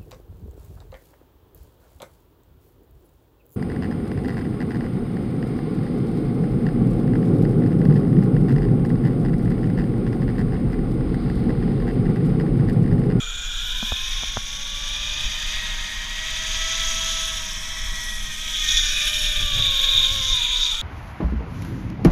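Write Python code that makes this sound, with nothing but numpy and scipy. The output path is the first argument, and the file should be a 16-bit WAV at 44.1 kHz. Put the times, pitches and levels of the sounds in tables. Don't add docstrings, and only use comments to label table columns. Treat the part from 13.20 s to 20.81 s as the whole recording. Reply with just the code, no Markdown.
import sys
import numpy as np
from scipy import signal
from scipy.fft import rfft, irfft, next_fast_len
from scipy.io import wavfile
from scipy.ndimage import uniform_filter1d, map_coordinates

SR = 44100
rng = np.random.default_rng(int(sys.argv[2]) if len(sys.argv) > 2 else 0)


def dump_mix(stems):
    frames = np.atleast_2d(stems).T
    limited = np.clip(frames, -1, 1)
    pcm = np.round(limited * 32767).astype(np.int16)
    wavfile.write(sys.argv[1], SR, pcm)


N = 335766
TIME = np.arange(N) / SR


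def strand_hum(speed, strands, load_db):
    # multiple of the strand rate, gain in dB, share of the load swing,
    # phase blur in radians per multiple, flutter in dB, gain in dB once the wheel leans.
    main_partials = [(2, 0, 1, 0.11, 1.5, 5), (3, -5.5, .1, 0.53, -1, -11), (4, 0.5, 0.8, 0.13, 2, 4),
                     (6, -4.5, 0.32, 0.13, 1, 2.5)]
    # multiple of the strand rate, relative level in dB.
    overtones = [(5, 1), (8, 5.5), (10, 12.5), (12, 5.5)]
    # frequency in Hz, level in dB.
    response = [(430, -49), (500, -65.5), (545, -58.5), (595, -57), (620, -59), (640, -52), (652, -50),
                (720, -66), (860, -58), (980, -52.5), (1090, -50), (1180, -50.5), (1225, -50.5),
                (1270, -52), (1303, -45), (1480, -47.5), (1660, -52), (1790, -41), (1970, -43)]
    # centre and half length in seconds, multiple, depth in dB.
    fades = [(0.2, 0.27, 4, -18), (0.85, 0.35, 2, -7), (1.147, 0.8, 6, -13), (5.45, 0.25, 2, -10),
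             (5.665, 0.15, 4, -6), (6.044, 0.11, 4, -13), (7.22, 0.05, 2, -23), (7.57, 0.069, 2, -22)]
    # cycles per strand, relative level in dB.
    groan_texture = [(2.2, -19), (2.55, -12), (2.8, -34), (3, 4), (3.2, -14.5), (3.4, 1.5), (3.8, -14.5)]
    groan_db, upper_db = -49, -52
    strands_per_turn, wobble_strands = 16, 0.016
    lean_start_s, lean_ramp_s = 4.9, 0.69
    pace = speed / speed.max()
    unrest = pace ** -4
    rolled = strands + wobble_strands * unrest * np.sin(2 * np.pi * strands / strands_per_turn)
    lean = np.clip((TIME - lean_start_s) / lean_ramp_s, 0, 1)
    hum = from_db(groan_db - 9 * lean) * pace ** 5.3 * cable_rasp(groan_texture, speed, strands)
    for multiple, db, load_share, blur, flutter_db, lean_db in main_partials:
        response_db = np.interp(multiple * speed, *np.transpose(sorted(response)))
        fade_db = sum(depth_db * bell(s, half_s) for s, half_s, k, depth_db in fades if k == multiple)
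        gain = from_db(db + response_db + load_share * load_db + lean_db * lean + fade_db)
        hum += gain * partial(rolled, unrest, multiple, blur, flutter_db)
    upper = sum(from_db(db) * pace ** k * partial(rolled, unrest, k, blur=0.085, flutter_db=3)
                for k, db in overtones)
    return hum + wheel_song(rolled) + from_db(upper_db + 0.74 * load_db + 3 * lean) * upper


def partial(strands, unrest, multiple, blur, flutter_db):
    jitter = blur * multiple * (drift(4.9) + 0.27 * unrest * drift(46))
    phase = 2 * np.pi * multiple * strands + jitter
    return rms_one(np.sin(phase) * from_db(flutter_db * drift(36)))


def wheel_song(strands):
    # centre and half length in seconds, multiple of the strand rate, level in dB,
    # ratio of clean tone to hoarseness.
    slips = [(0.1, 0.28, 6, -42.5, 1), (2.21, 0.07, 6, -39, 1.6), (2.4, 0.12, 6, -37.5, 1.8),
             (2.67, 0.14, 6, -42, 1.8), (3.0, 0.24, 6, -38.5, 2.2), (3.529, 0.17, 6, -37.5, 2.4),
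             (3.68, 0.25, 10, -35.5, 1.3), (4.082, 0.08, 10, -37, 1.2), (4.57, 0.1, 6, -39, 1.8),
             (4.85, 0.18, 6, -36.5, 2.2), (5.111, 0.081, 6, -39, 1.8), (5.53, 0.12, 6, -34, 1.9),
             (5.471, 0.22, 7, -41, .8), (5.539, 0.11, 8, -38.5, 1), (5.6, 0.2, 5, -43, 0.67),
             (5.949, 0.36, 10, -34.5, 1.2), (6.8, 0.4, 8, -45, 1)]
    return sum(from_db(db) * hoarse_tone(s, half_s, multiple * strands, width_hz=30, clean=clean)
               for s, half_s, multiple, db, clean in slips)


def cable_rasp(texture, speed, strands):
    mean_speed = speed.mean()
    surface = noise([(cycles * mean_speed, db) for cycles, db in texture])
    return map_coordinates(surface, [strands / mean_speed * SR], order=1, mode="nearest")


def trolley_whirr(speed, strands, load_db, sizzle_db, hiss_db):
    # frequency in Hz, width in Hz, relative level in dB.
    plate_modes = [(1600, 245, -8.5), (2415, 157, 1), (2730, 77, -4)]
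    wheel_modes = [(3018, 330, -7.5), (3277, 226, 1.5), (3422, 152, 3), (4170, 31, -11.5)]
    rim_modes = [(3605, 260, 4.5), (3665, 113, 8.5), (3807, 91, -4)]
    sizzle_modes = [(4170, 390, -6.5), (4744, 174, 2), (5090, 300, -4), (5500, 340, 1.5), (5860, 220, 4),
                    (6160, 135, 3), (6491, 190, 9), (6602, 364, 8), (6957, 260, 4)]
    # frequency in Hz, relative level in dB.
    hiss_spectrum = [(4200, -43), (7000, 10), (7400, 11), (7700, 6.5), (8020, 11.5), (8500, 5), (9050, 6.5),
                     (9500, 3.5), (9850, 7), (10150, 0.5), (10600, 10), (11100, 5.5), (11700, -3),
                     (12700, 5.5), (13600, -0.5), (15300, -4)]
    # cycles per strand, relative level in dB.
    cable_texture = [(2.3, -12), (3.9, -14.5), (4.6, -3), (4.8, -17), (5.05, -12), (5.25, 1.5), (5.9, 1),
                     (6.4, 1), (7, 3), (7.5, -36), (8, 5.5), (8.6, 1), (10, -7.5), (11, -7.5)]
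    # time in seconds, rasp level in dB.
    roughness = [(0, -45.5), (.5, -47.5), (1.05, -41.5), (1.3, -52), (1.75, -39.5), (2.4, -35), (2.8, -36),
                 (3.6, -36), (4.35, -41), (4.65, -37), (5.1, -44.5), (5.7, -41), (6.4, -43), (6.6, -39.5),
                 (7.61, -39.5)]
    # centre and half length in seconds, rim level in dB, plate level in dB.
    rubs = [(5.542, 0.095, -25, -40), (5.8, 0.18, -26, -30), (6.16, 0.17, -29, -33),
            (6.45, 0.12, -23.5, -34), (6.76, 0.18, -20.5, -33.5), (7.124, 0.1, -23.5, -75),
            (7.23, 0.087, -39, -32.5), (7.42, 0.18, -25, -36)]
    # centre in seconds, boost in dB.
    scrapes = [(5.491, 5), (5.517, 1.5), (5.578, 4), (5.879, 5), (6.644, 4.5), (6.853, 2.5)]
    plate_db, wheel_db, rim_db = -40.5, -31, -36.5
    rim_rub = swells([(s, half_s, db) for s, half_s, db, _ in rubs])
    plate_rub = swells([(s, half_s, db) for s, half_s, _, db in rubs])
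    plate_gain = np.hypot(from_db(plate_db + 0.39 * load_db), plate_rub)
    rim_gain = np.hypot(from_db(rim_db + load_db), rim_rub)
    rolling = friction(speed, grains_per_strand=7, size_db=2.5, smooth_db=-2, flutter_db=0.3)
    rubbing = friction(speed, grains_per_strand=5.6, size_db=3.5, smooth_db=1, flutter_db=1.26)
    fine = friction(speed, grains_per_strand=16, size_db=4, smooth_db=1, flutter_db=0.75)
    gritty = friction(speed, grains_per_strand=12, size_db=3, smooth_db=-5, flutter_db=1.17)
    rasp_db, = curves(roughness)
    body = from_db(rasp_db) * cable_rasp(cable_texture, speed, strands) + whines()
    body += plate_gain * resonate(rolling, plate_modes, low_hz=1150, high_hz=3040)
    body += from_db(wheel_db + load_db) * resonate(rolling, wheel_modes, low_hz=2460, high_hz=4350)
    body += rim_gain * resonate(rubbing, rim_modes, low_hz=3303, high_hz=4050)
    treble = from_db(sizzle_db + 0.5) * resonate(fine, sizzle_modes, low_hz=3940, high_hz=6850)
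    treble += from_db(hiss_db - 0.5) * colour(gritty, hiss_spectrum)
    whirr = rider_echoes(shift_colour(frame_notches(body + treble)))
    scrape_db = sum(db * bell(s, half_s=0.0091) for s, db in scrapes)
    return whirr * from_db(scrape_db + 0.62 * drift(20))


def friction(speed, grains_per_strand, size_db, smooth_db, flutter_db):
    hits = rng.random(N) < grains_per_strand * speed / SR
    sizes = from_db(size_db * np.minimum(rng.exponential(1, N), 3)) * rng.choice([-1, 1], N)
    grains = rms_one(hits * sizes) + from_db(smooth_db) * rng.standard_normal(N)
    return grains * from_db(flutter_db * drift(39))


def whines():
    # centre and half length in seconds, pitch at the centre in Hz, glide in Hz per second,
    # width in Hz, level in dB.
    glides = [(0.303, 0.42, 1600, 404, 70, -46), (0.522, 0.19, 1472, 523, 51, -41.5),
              (0.722, 0.15, 1720, 550, 40, -47), (0.2, 0.32, 2418, 56, 44, -42.5),
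              (0.757, 0.25, 2506, 400, 38, -38.5), (0.921, 0.1, 1960, 1500, 100, -42),
              (1.301, 0.4, 2087, -59, 62, -46.5), (0.795, 0.35, 3680, 3, 9.5, -37.5),
              (1.934, 0.21, 2496, 192, 70, -38), (2.098, 0.53, 3705, -1.5, 12, -40),
              (5.825, 0.12, 2443, -500, 36, -32), (6.0, 0.49, 3690, -1.5, 16, -32.5),
              (6.857, 0.38, 3694, -3.5, 10.6, -30.5)]
    out = np.zeros(N)
    for s, half_s, hz, hz_per_s, width_hz, db in glides:
        cycles = hz * TIME + hz_per_s * (TIME - s) ** 2 / 2
        out += from_db(db) * hoarse_tone(s, half_s, cycles, width_hz, clean=0)
    return out


def frame_notches(x):
    # frequency in Hz, width in Hz, depth in dB.
    antiresonances = [(2285, 64, -2), (4025, 78, -7.5), (4350, 110, -5), (5220, 130, -5.5),
                      (6300, 136, -15)]
    for hz, width_hz, db in antiresonances:
        x = band_eq(x, hz, width_hz, db)
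    return x


def shift_colour(x):
    # time in seconds, gain in dB.
    low_sizzle = [(0, -19), (.55, -7), (1.3, -10), (2.3, 6.5), (3.3, 3), (4.05, -5), (4.5, 4.5), (5.1, 2),
                  (5.5, -7), (7.05, -1.5), (7.27, -8), (7.45, 0)]
    # centre and half length in seconds, frequency and width in Hz, boost or cut in dB.
    shifts = [(0.1, 0.54, 7140, 500, 10.5), (0.0, 0.16, 5270, 700, -16), (-0.2, 0.55, 6440, 400, -7),
              (1.15, 0.54, 6780, 353, -19), (1.35, 0.28, 1410, 180, 8), (1.7, 0.86, 1560, 220, -4),
              (0.6, 0.5, 2050, 150, -6), (0, 0.45, 1800, 70, -4), (5, 0.44, 2030, 99, -7),
              (0.46, 0.028, 13800, 2500, 7), (0.65, 0.25, 13000, 900, 7), (0.2, 0.4, 8600, 600, 2.5),
              (3.5, 0.27, 15000, 900, 2), (4, 0.35, 10600, 1100, 4), (4.0, 0.41, 1500, 370, 2.5),
              (4.15, 0.44, 2500, 260, -4), (5, 0.4, 2480, 160, -4), (5, 0.42, 6520, 250, -5),
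              (5, 0.46, 10330, 300, -6), (0.5, 0.7, 8200, 450, -5), (1, 0.8, 4300, 200, -4),
              (4.45, 0.26, 5450, 400, 7.5), (5.25, 0.22, 2400, 300, 1), (6.75, 0.46, 1330, 200, -9),
              (7.55, 0.17, 2700, 350, -1), (2.73, 0.2, 2680, 380, -6), (4.5, 1.73, 3650, 260, -6),
              (4.74, 0.27, 2760, 460, -16.5), (4.75, 0.39, 4700, 560, -13), (4.796, 0.42, 5450, 400, 6),
              (4, 0.74, 7400, 300, -5), (4.5, 1.3, 8070, 400, 4), (5, 0.57, 3390, 210, 5),
              (4.938, 0.18, 11100, 600, 11), (5.397, 0.25, 13600, 600, 4), (5.527, 0.15, 3380, 200, 8),
              (6, 0.11, 5500, 250, 6), (5.95, 0.25, 11000, 760, 9.5), (6.397, 0.7, 8050, 500, -8),
              (6.65, 0.4, 12700, 1490, 7.5), (7.27, 0.073, 5500, 1500, -18), (7.35, 0.3, 1600, 450, -10)]
    low_db, = curves(low_sizzle)
    out = band_eq(x, hz=4680, width_hz=440, db=low_db)
    for s, half_s, hz, width_hz, db in shifts:
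        near = around(s, half_s)
        out[near] = band_eq(out[near], hz, width_hz, db * bell(s, half_s)[near])
    return out


def rider_echoes(x):
    # time in seconds, turn from 0 (along the cable) to 1 (side-on).
    swivel = [(0, 0.87), (0.45, 0.68), (1.1, 0.49), (1.9, 0.5), (2.4, 0.14), (3, 0.15), (3.55, 0.1),
              (4.05, 0.45), (4.6, 0.015), (5.2, 0.014), (5.65, 0.59), (6.05, 0.77), (6.5, 0.79),
              (6.87, 0.89), (7.08, 0.37), (7.28, 0.87), (7.43, 0.69), (7.61, 0.99)]
    echoes = [(0.037, 0.097, 0.066, 0.26), (0.17, 0.169, 0.14, -0.11), (0.271, 0.262, 0.2, 0.085),
              (0.331, 0.35, 0.209, -0.063), (0.511, 0.507, -0.21, -0.076)]
    sound_m_per_s = 343
    turn, = curves(swivel)
    out = x.copy()
    for path_along, path_side, gain_along, gain_side in echoes:
        path = path_along + (path_side - path_along) * turn
        gain = gain_along + (gain_side - gain_along) * turn
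        out += gain * np.interp(TIME - path / sound_m_per_s, TIME, x)
    return out


def wind(speed):
    # frequency in Hz, relative level in dB.
    rumble_spectrum = [(10, 2), (18, -6.5), (27, 5), (36, -6), (50, -14), (75, -27), (150, -39.5)]
    buffet_spectrum = [(35, -13), (65, 2.5), (100, -3), (135, -8.5), (175, -21.5), (250, -28.5),
                       (600, -33.5), (1500, -35)]
    rush_spectrum = [(150, 8.5), (320, -7), (480, -4), (750, -3.5), (1100, -2), (2000, -1.5), (5000, -23),
                     (15000, -29)]
    # centre and half length in seconds, level in dB.
    eddies = [(0.2, 0.18, -34), (0.5, 0.16, -29), (0.95, 0.16, -28.5), (1.67, 0.068, -33),
              (2.07, 0.035, -24), (2.32, 0.061, -26), (2.56, 0.12, -30.5), (3.38, 0.079, -27.5),
              (3.68, 0.088, -27), (3.92, 0.08, -36), (4.68, 0.097, -27), (5.0, 0.11, -29.5),
              (5.6, 0.17, -25.5), (6.17, 0.21, -25), (6.72, 0.29, -28), (7.13, 0.05, -27),
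              (7.45, 0.17, -30.5)]
    gusts = [(5.65, 0.11, -46), (6.05, 0.15, -47), (6.23, 0.039, -31.5), (6.38, 0.05, -28),
             (6.47, 0.042, -33.5), (6.78, 0.057, -34.5), (6.95, 0.076, -34), (7.13, 0.093, -38.5)]
    # frequency in Hz, width in Hz, relative level in dB.
    cavity_mode = [(200.2, 30, 0)]
    lull_db, buffet_db, cavity_db, gust_to_cavity_db, rush_db = -33, -46.5, -53, -22, -51
    pace = speed / speed.max()
    airflow = pace ** 2.1
    gust = swells(gusts)
    rumble = np.hypot(from_db(lull_db), swells(eddies)) * evened(noise(rumble_spectrum), window_s=0.142)
    lumps = evened(noise(buffet_spectrum) * from_db(3.1 * drift(15.5)), window_s=0.09)
    buffet = np.hypot(from_db(buffet_db + 2.3 * drift(8)) * airflow, gust) * lumps
    cavity_gain = from_db(cavity_db) * airflow + from_db(gust_to_cavity_db) * gust
    cavity = cavity_gain * resonate(rng.standard_normal(N), cavity_mode, low_hz=124, high_hz=358)
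    rush = from_db(rush_db) * pace ** 1.1 * noise(rush_spectrum)
    return rumble + buffet + cavity + rush


def knocks():
    # start in seconds, click gain in dB, low-pass cutoff in Hz, thud pitch in Hz,
    # thud gain in dB, thud t60 in seconds.
    blows = [(0.628, -16.5, 1340, 222.4, -22.5, 0.073), (0.721, -11, 1290, 62.5, -14.5, 0.082),
             (1.027, -26, 1400, 200, -46, 0.02), (1.035, -18, 1600, 200, -39, 0.03),
             (1.166, -24, 2000, 200, -46, 0.02), (1.171, -8, 1800, 105, -16.5, 0.042)]
    # frequency in Hz, relative level in dB, t60 in seconds.
    housing_modes = [(219, -5, 0.037), (600, -6, 0.006), (875, 0.5, 0.0023), (1300, -1, 0.0026)]
    rebound_s, rebound_db = 0.00277, -15
    low_cut = signal.butter(1, 450, "high", fs=SR, output="sos")
    out = np.zeros(N)
    for s, click_db, cutoff_hz, thud_hz, thud_db, thud_t60 in blows:
        click = np.zeros(N)
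        for hz, db, t60 in housing_modes:
            rebound = from_db(rebound_db) * struck(s + rebound_s, hz, t60)
            click += from_db(click_db + db) * (struck(s, hz, t60) + rebound)
        blow = signal.sosfilt(low_cut, click) + from_db(thud_db) * struck(s, thud_hz, thud_t60)
        out += signal.sosfilt(signal.butter(3, cutoff_hz, fs=SR, output="sos"), blow + 1e-18)
    return out


def struck(start_s, hz, t60):
    age = np.clip(TIME - start_s, 0, 4 * t60)
    return np.sin(2 * np.pi * hz * age) * from_db(-60 * age / t60)


def hoarse_tone(s, half_s, cycles, width_hz, clean):
    out, near = bell(s, half_s), around(s, half_s)
    phase = 2 * np.pi * cycles[near]
    tone = (clean + drift(width_hz, len(phase))) * np.cos(phase)
    tone += drift(width_hz, len(phase)) * np.sin(phase)
    out[near] *= evened(tone, window_s=0.049)
    return out


def resonate(x, modes, low_hz, high_hz):
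    out = np.zeros(N)
    for k, (hz, width_hz, db) in enumerate(modes):
        r = np.exp(-np.pi * width_hz / SR)
        ring = signal.lfilter([1, 0, -1], [1, -2 * r * np.cos(2 * np.pi * hz / SR), r * r], x)
        out += (-1) ** k * from_db(db) * (1 - r * r) / 2 * ring
    band = signal.butter(4, [low_hz, high_hz], "band", fs=SR, output="sos")
    return rms_one(signal.sosfilt(band, out))


def band_eq(x, hz, width_hz, db):
    band = signal.butter(1, [hz - width_hz / 2, hz + width_hz / 2], "band", fs=SR, output="sos")
    return x + (from_db(db) - 1) * signal.sosfilt(band, x)


def colour(x, spectrum):
    hz, db = np.transpose(spectrum)
    size = next_fast_len(N)
    octave = np.log2(np.maximum(np.fft.rfftfreq(size, 1 / SR), 1))
    beyond = np.abs(octave - np.clip(octave, np.log2(hz[0]), np.log2(hz[-1])))
    gain = from_db(np.interp(octave, np.log2(hz), db) - 20 * beyond)
    return rms_one(irfft(rfft(x, size) * gain, size)[:N])


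def noise(spectrum):
    return colour(rng.standard_normal(N), spectrum)


def drift(rate, size=N):
    r = np.exp(-40 * np.pi * rate / SR)
    slow = signal.lfilter([1], [1, -2 * r, r * r], rng.standard_normal(N // 20 + 4002))[4000:]
    return np.interp(np.arange(size) / 20, np.arange(len(slow)), rms_one(slow))


def swells(rows):
    return sum(from_db(db) * bell(s, half_s) for s, half_s, db in rows)


def bell(s, half_s):
    out, near = np.zeros(N), around(s, half_s)
    out[near] = np.exp(-((TIME[near] - s) / half_s) ** 2)
    return out


def around(s, half_s):
    return slice(*np.searchsorted(TIME, [s - 3 * half_s, s + 3 * half_s]))


def curves(rows):
    s, *columns = np.transpose(rows)
    return [np.interp(TIME, s, column) for column in columns]


def evened(x, window_s):
    return x / np.sqrt(uniform_filter1d(x ** 2, int(window_s * SR)) + 1e-9)


def rms_one(x):
    return x / np.sqrt(np.mean(x ** 2) + 1e-20)


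def from_db(db):
    return 10 ** (np.asarray(db) / 20)


def scene():
    # time in seconds, speed in cable strands per second.
    travel = [(0.0, 217), (0.13, 234), (0.33, 247), (0.44, 247), (0.8, 261), (1.42, 283), (1.76, 293),
              (2.28, 311), (2.4, 317.5), (2.52, 314), (2.72, 313), (3.12, 321), (3.3, 321), (3.58, 328.5),
              (3.68, 326), (3.86, 327.5), (4.1, 325), (4.38, 316), (4.5, 327), (4.6, 321.5), (4.75, 322),
              (5.03, 317.5), (5.15, 309), (5.24, 320), (5.42, 309), (5.56, 309), (5.65, 297), (5.72, 300),
              (5.79, 296), (5.9, 304), (6.2, 298), (6.57, 270), (6.66, 275.5), (6.85, 264), (6.95, 277),
              (7.05, 260), (7.11, 266), (7.23, 236), (7.31, 254), (7.38, 245), (7.46, 251), (7.55, 219),
              (7.61, 236)]
    # time in seconds, then whirr, sizzle and hiss levels in dB.
    contact = [(0.0, -36, -39, -52.5), (0.25, -34.5, -39, -50.5), (0.5, -29.5, -38.5, -48),
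               (0.92, -30.5, -34, -47), (1.3, -34.5, -35.5, -49), (1.85, -30, -36, -49),
               (2.35, -32, -38, -47), (2.85, -35, -40, -50), (3.55, -28, -29.5, -44),
               (4.0, -28, -30.5, -42.5), (4.45, -36, -40, -47), (5.15, -36, -37.0, -45.5),
               (5.38, -29, -33.5, -43), (5.52, -31, -28, -40.5), (5.7, -32.5, -28, -42),
               (5.9, -29, -31.5, -40), (6.55, -28, -34, -44.5), (6.82, -27, -33, -42.5),
               (7.27, -27, -29, -44), (7.45, -30, -30.5, -44.5), (7.61, -31, -39, -44.5)]
    usual_whirr_db = -32
    speed, = curves(travel)
    whirr_db, sizzle_db, hiss_db = curves(contact)
    load_db = whirr_db - usual_whirr_db
    strands = np.cumsum(speed) / SR
    hum = strand_hum(speed, strands, load_db)
    whirr = trolley_whirr(speed, strands, load_db, sizzle_db, hiss_db)
    return (hum + whirr + wind(speed) + knocks())[None]


def record(dry):
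    cutoff_hz = 15400
    return signal.sosfilt(signal.ellip(10, .1, 80, cutoff_hz, fs=SR, output="sos"), dry)


dry = scene()
out = record(dry)
dump_mix(out)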